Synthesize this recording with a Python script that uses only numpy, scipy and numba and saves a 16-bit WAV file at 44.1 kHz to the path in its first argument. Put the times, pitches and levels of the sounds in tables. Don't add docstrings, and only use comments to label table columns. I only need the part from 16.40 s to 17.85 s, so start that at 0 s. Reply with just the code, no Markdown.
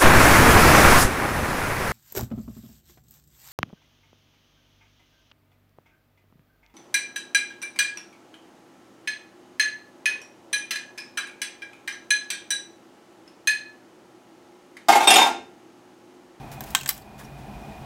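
import sys
import numpy as np
from scipy import signal
from scipy.fft import rfft, irfft, next_fast_len
from scipy.io import wavfile
from scipy.ndimage import uniform_filter1d
from numba import njit

SR = 44100
rng = np.random.default_rng(int(sys.argv[2]) if len(sys.argv) > 2 else 0)


def transcribe(u):
    v = np.clip(np.atleast_2d(u).T, -1, 1)
    q = np.round(v * 32767).astype(np.int16)
    wavfile.write(sys.argv[1], SR, q)


N = 63945

# (f/Hz, relative level/dB)
AIR_SPECTRUM = [(20, -19), (45, -1.5), (90, -4.5), (250, -5.5), (400, -8), (520, -13.5), (720, -4),
                (950, -11), (1200, -17.5), (2200, -21.5), (4000, -28.5), (8000, -35), (15500, -39)]
RUB_SPECTRUM = [(300, -2), (900, 3.5), (1800, 5), (4000, -2.5), (8000, -2.5), (15000, -3.5)]
SLIDE_SPECTRUM = [(400, -0.5), (1100, -4), (1700, -3.5), (2800, -7), (5700, -8.5), (10000, -10),
                  (15000, -14.5)]
SHELL_SPECTRUM = [(200, -40.5), (540, -23), (720, -3.5), (1200, -6), (3300, -3.5), (4200, -3.5),
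                  (4800, -10.5), (6000, -5.5), (7900, 0), (9600, -18), (12500, -11), (15500, -13.5)]
HUB_SPECTRUM = [(200, -22), (900, -6.5), (1200, -4), (3800, 0.5), (5000, -0.5), (8000, -2), (11000, -4.5),
                (13000, 1), (14800, -3.5), (16000, 1)]
# (f/Hz, nominal bandwidth/Hz, rms level/dB)
HUM_RESONANCES = [(55.3, 7.1, -52.5), (135.9, 15.4, -47), (210.8, 18, -49.5), (779, 68, -53),
                  (2457, 75, -57.5)]
# (t/s, f/Hz, relative level/dB)
TABLE_BUMPS = [(0.089, 138.4, -23), (1, 129, -26), (1.077, 206.5, -24), (1.151, 55, -23.5), (1.27, 58, -35)]
# (t/s, attack/s, decay time constant/s, level/dB)
PAPER_RUBS = [(.113, 0.0047, 0.027, -42), (.206, 0.0047, 0.028, -45.5), (.255, 0.015, 0.11, -47.5),
              (.432, 0.0029, 0.0035, -34), (.555, 0.017, 0.014, -41)]
DISC_SLIDES = [(.775, 0.022, 0.029, -41.5), (.832, 0.019, .012, -49.5), (.975, 0.0068, 0.044, -55.5)]
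SHELL_RATTLES = [(.366, 0.003, 0.036, -30)]
HUB_RATTLES = [(.5, 0.0036, 0.02, -26)]
# (t/s, duration/s, first f/Hz, last f/Hz, level/dB)
PLASTIC_SQUEAKS = [(0.375, 0.036, 3050, 3470, -37), (0.4083, .0075, 3070, 2400, -28.5),
                   (.617, .012, 4700, 4400, -48), (0.797, 0.0278, 1880, 1570, -44),
                   (0.838, 0.027, 5400, 5730, -49.5)]
# (f/Hz, relative level/dB, T60/s before a contact's ring length factor)
SHELL_MODES = [(732, -4, .055), (1088, -1, .045), (1572, 1, .05), (1760, -4, .05), (2033, -3, .04),
               (2301, -4, .04), (2562, 0, .045), (2805, -2, .04), (3185, 5, .045), (3597, 2, .045),
               (3885, -3, .055), (5347, -3, .04), (6466, -2, .04), (7585, 3, .032), (8020, -3, .035),
               (12700, -4, .04)]
HUB_MODES = [(1150, 0, .045), (1580, 0, .055), (1773, 0, .05), (2094, -2, .045), (3225, -2, .055),
             (4000, 1, .045), (4751, -4, .04), (5380, 0, .04), (7400, -2, .04), (7862, -1, .04),
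             (9986, 2, .035), (12700, 1, .04), (13035, 1, .04), (13950, 3, .04)]
# (t/s, relative level/dB, tilt/(dB/octave), ring length factor,
# f/Hz favoured by the struck spot, its lift/dB)
SHELL_KNOCKS = [(.2072, -28.5, -8, 0.71, 1710, 7), (.3497, -2.5, -1.06, 0.76, 3240, 1),
                (.3535, -10.5, 1, 0.41, 3300, 5), (.3675, -22.5, -4, 1.1, 3900, 11),
                (.4328, -27.5, 2.5, 0.75, 6550, 7), (.4605, -16, 0, 0.74, 1710, 9),
                (.5125, -27.5, -8.5, 1.1, 1640, -4), (.6205, -41, 6, 0.65, 4550, 0),
                (.813, -32, -9, .9, 1700, 2)]
HUB_SNAPS = [(.2071, -20, 2.6, 0.32, 13900, 7.5), (.238, -26, 1.5, 0.83, 6300, 7.4),
             (.3045, -25, 2.3, 1.2, 7000, 3), (.411, -20, 1, .4, 14500, 2.3),
             (.477, -12.5, 2.6, 1.3, 8250, 8.3), (.487, -20, 1, .8, 7700, 4),
             (.4904, 5, 0.88, .75, 1100, 2.7), (.5085, -12, 1.1, 0.35, 9600, 5),
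             (.578, -23.5, 0.95, 0.68, 7060, 7.4)]

TIME = np.arange(N) / SR


def undb(db):
    return 10 ** (np.asarray(db) / 20)


def unit(x):
    return x / np.sqrt(np.sum(x ** 2) + 1e-18)


def at_rms(x, db):
    return unit(x) * np.sqrt(len(x)) * undb(db)


def decay(t60, age=TIME):
    return np.exp(-np.log(1000) * age / t60)


def wander(seconds):
    return at_rms(uniform_filter1d(rng.standard_normal(N), max(int(seconds * SR), 2)), 0)


def swell(rows):
    return sum(undb(db) * np.clip((TIME - start) / rise, 0, 1)
               * np.exp(-np.maximum(TIME - start - rise, 0) / fall) for start, rise, fall, db in rows)


def colour(x, spectrum, tilt_db=0):
    size = next_fast_len(2 * N)
    octave = np.log2(np.fft.rfftfreq(size, 1 / SR) + 1)
    hz, db = np.array(spectrum).T
    gain_db = np.interp(octave, np.log2(hz), db) + tilt_db * np.maximum(octave, np.log2(hz[0]))
    cepstrum = irfft(np.log(undb(gain_db)), size)
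    cepstrum[1:size // 2] *= 2
    cepstrum[size // 2 + 1:] = 0
    return irfft(rfft(x, size) * np.exp(rfft(cepstrum)), size)[:N]


def air_and_hum():
    out = at_rms(colour(rng.standard_normal(N), AIR_SPECTRUM), db=-42.5)
    for hz, width, db in HUM_RESONANCES:
        b, a = signal.iirpeak(hz, hz / (1.42 * width), fs=SR)
        band = signal.filtfilt(b, a, rng.standard_normal(2 * N))
        out += at_rms(band[N // 2:N // 2 + N], db)
    return out


def reverberation(x, t60=.26, delay_s=.007, db=-15):
    tail = rng.standard_normal(N) * decay(t60) * (TIME > delay_s)
    tail = colour(tail, [(300, 4.2), (3000, 4), (8000, 3.1), (15000, 1.7)])
    return undb(db) * signal.fftconvolve(x, unit(tail))[:N]


def table_bumps(rise_s=.03, t60=.16):
    out = np.zeros(N)
    for start, hz, db in TABLE_BUMPS:
        age = np.maximum(TIME - start, 0)
        envelope = (1 - np.exp(-age / rise_s)) * decay(t60, age)
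        out += undb(db) * envelope * np.sin(2 * np.pi * hz * age)
    return out


def friction(strokes, spectrum, grains_per_s=5400, spread_db=2.5):
    slips = (rng.random(N) < grains_per_s / SR) * rng.choice([-1, 1], N)
    grains = slips * undb(spread_db * rng.standard_normal(N))
    return swell(strokes) * at_rms(colour(grains, spectrum), 0)


def squeaks(jitter=.025):
    out = np.zeros(N)
    for start, duration, first_hz, last_hz, db in PLASTIC_SQUEAKS:
        progress = np.clip((TIME - start) / duration, 0, 1)
        hz = (first_hz + (last_hz - first_hz) * progress) * (1 + jitter * wander(seconds=.0004))
        out += undb(db) * np.sin(np.pi * progress) * np.sin(2 * np.pi * np.cumsum(hz) / SR)
    return out


def rattle(swells, spectrum, rebounds_per_s=600, spread_db=2.5):
    rebounds = (rng.random(N) < rebounds_per_s / SR) * undb(spread_db * rng.standard_normal(N))
    cracks = signal.fftconvolve(rebounds, decay(t60=.01))[:N] * rng.standard_normal(N)
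    return swell(swells) * at_rms(colour(cracks, spectrum), 0)


def noise_burst(t60):
    return rng.choice([-1., 1.], N) * decay(t60)


def contact_crack(t60):
    spectrum = rfft(noise_burst(t60))
    return irfft(spectrum / (np.abs(spectrum) + 1e-9), N) * (np.arange(N) < N // 2)


def impacts(contacts, modes, spectrum, crack_t60, dense_t60, dense_db, modes_db):
    wander_hz, spot_ratio = 35, 2 ** .18
    partials = []
    for hz, db, t60 in modes:
        cycles = rng.random() + np.cumsum(hz + wander_hz * wander(seconds=.002)) / SR
        partials.append((undb(db) * np.sin(2 * np.pi * cycles), t60))
    out = np.zeros(N)
    for start, db, tilt_db, length, spot_hz, lift_db in contacts:
        crack = unit(colour(contact_crack(crack_t60 * length), spectrum))
        dense = unit(colour(noise_burst(dense_t60 * length), spectrum))
        ring = sum(wave * decay(t60 * length) for wave, t60 in partials)
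        ring = unit(ring * (1 - decay(crack_t60)))
        spot = [(spectrum[0][0], 0), (spot_hz / spot_ratio, 0),
                (spot_hz, lift_db), (spot_hz * spot_ratio, 0)]
        hit = colour(crack + undb(dense_db) * dense + undb(modes_db) * ring, spot, tilt_db)
        onset = int(start * SR)
        out[onset:] += undb(db) * unit(hit)[:N - onset]
    return out


def shell_knocks():
    return undb(16) * impacts(SHELL_KNOCKS, SHELL_MODES, SHELL_SPECTRUM,
                              crack_t60=.0038, dense_t60=.097, dense_db=-3, modes_db=-.5)


def hub_snaps():
    return undb(11.5) * impacts(HUB_SNAPS, HUB_MODES, HUB_SPECTRUM,
                                crack_t60=.028, dense_t60=.047, dense_db=1, modes_db=-3.5)


def scene():
    handling = shell_knocks() + hub_snaps()
    handling += rattle(SHELL_RATTLES, SHELL_SPECTRUM) + rattle(HUB_RATTLES, HUB_SPECTRUM)
    handling += squeaks() + friction(PAPER_RUBS, RUB_SPECTRUM) + friction(DISC_SLIDES, SLIDE_SPECTRUM)
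    return (handling + reverberation(handling) + table_bumps() + air_and_hum())[None]


@njit
def follow(x, attack_s, release_s):
    out, envelope = np.empty(len(x)), 0.
    for i in range(len(x)):
        envelope += (x[i] - envelope) / (SR * (attack_s if x[i] > envelope else release_s))
        out[i] = envelope
    return out


def record(dry, threshold_db=-21, ratio=2.38, glide_s=.008, cutoff_hz=15800):
    envelope = follow(np.abs(dry[0]), attack_s=.0037, release_s=.48)
    excess = np.maximum(envelope / undb(threshold_db), 1)
    gain = uniform_filter1d(excess ** (1 / ratio - 1), int(glide_s * SR))
    low_pass = signal.ellip(10, .2, 80, cutoff_hz, fs=SR, output="sos")
    return signal.sosfilt(low_pass, np.clip(dry * gain, -.8, .8))


dry = scene()
out = record(dry)
transcribe(out)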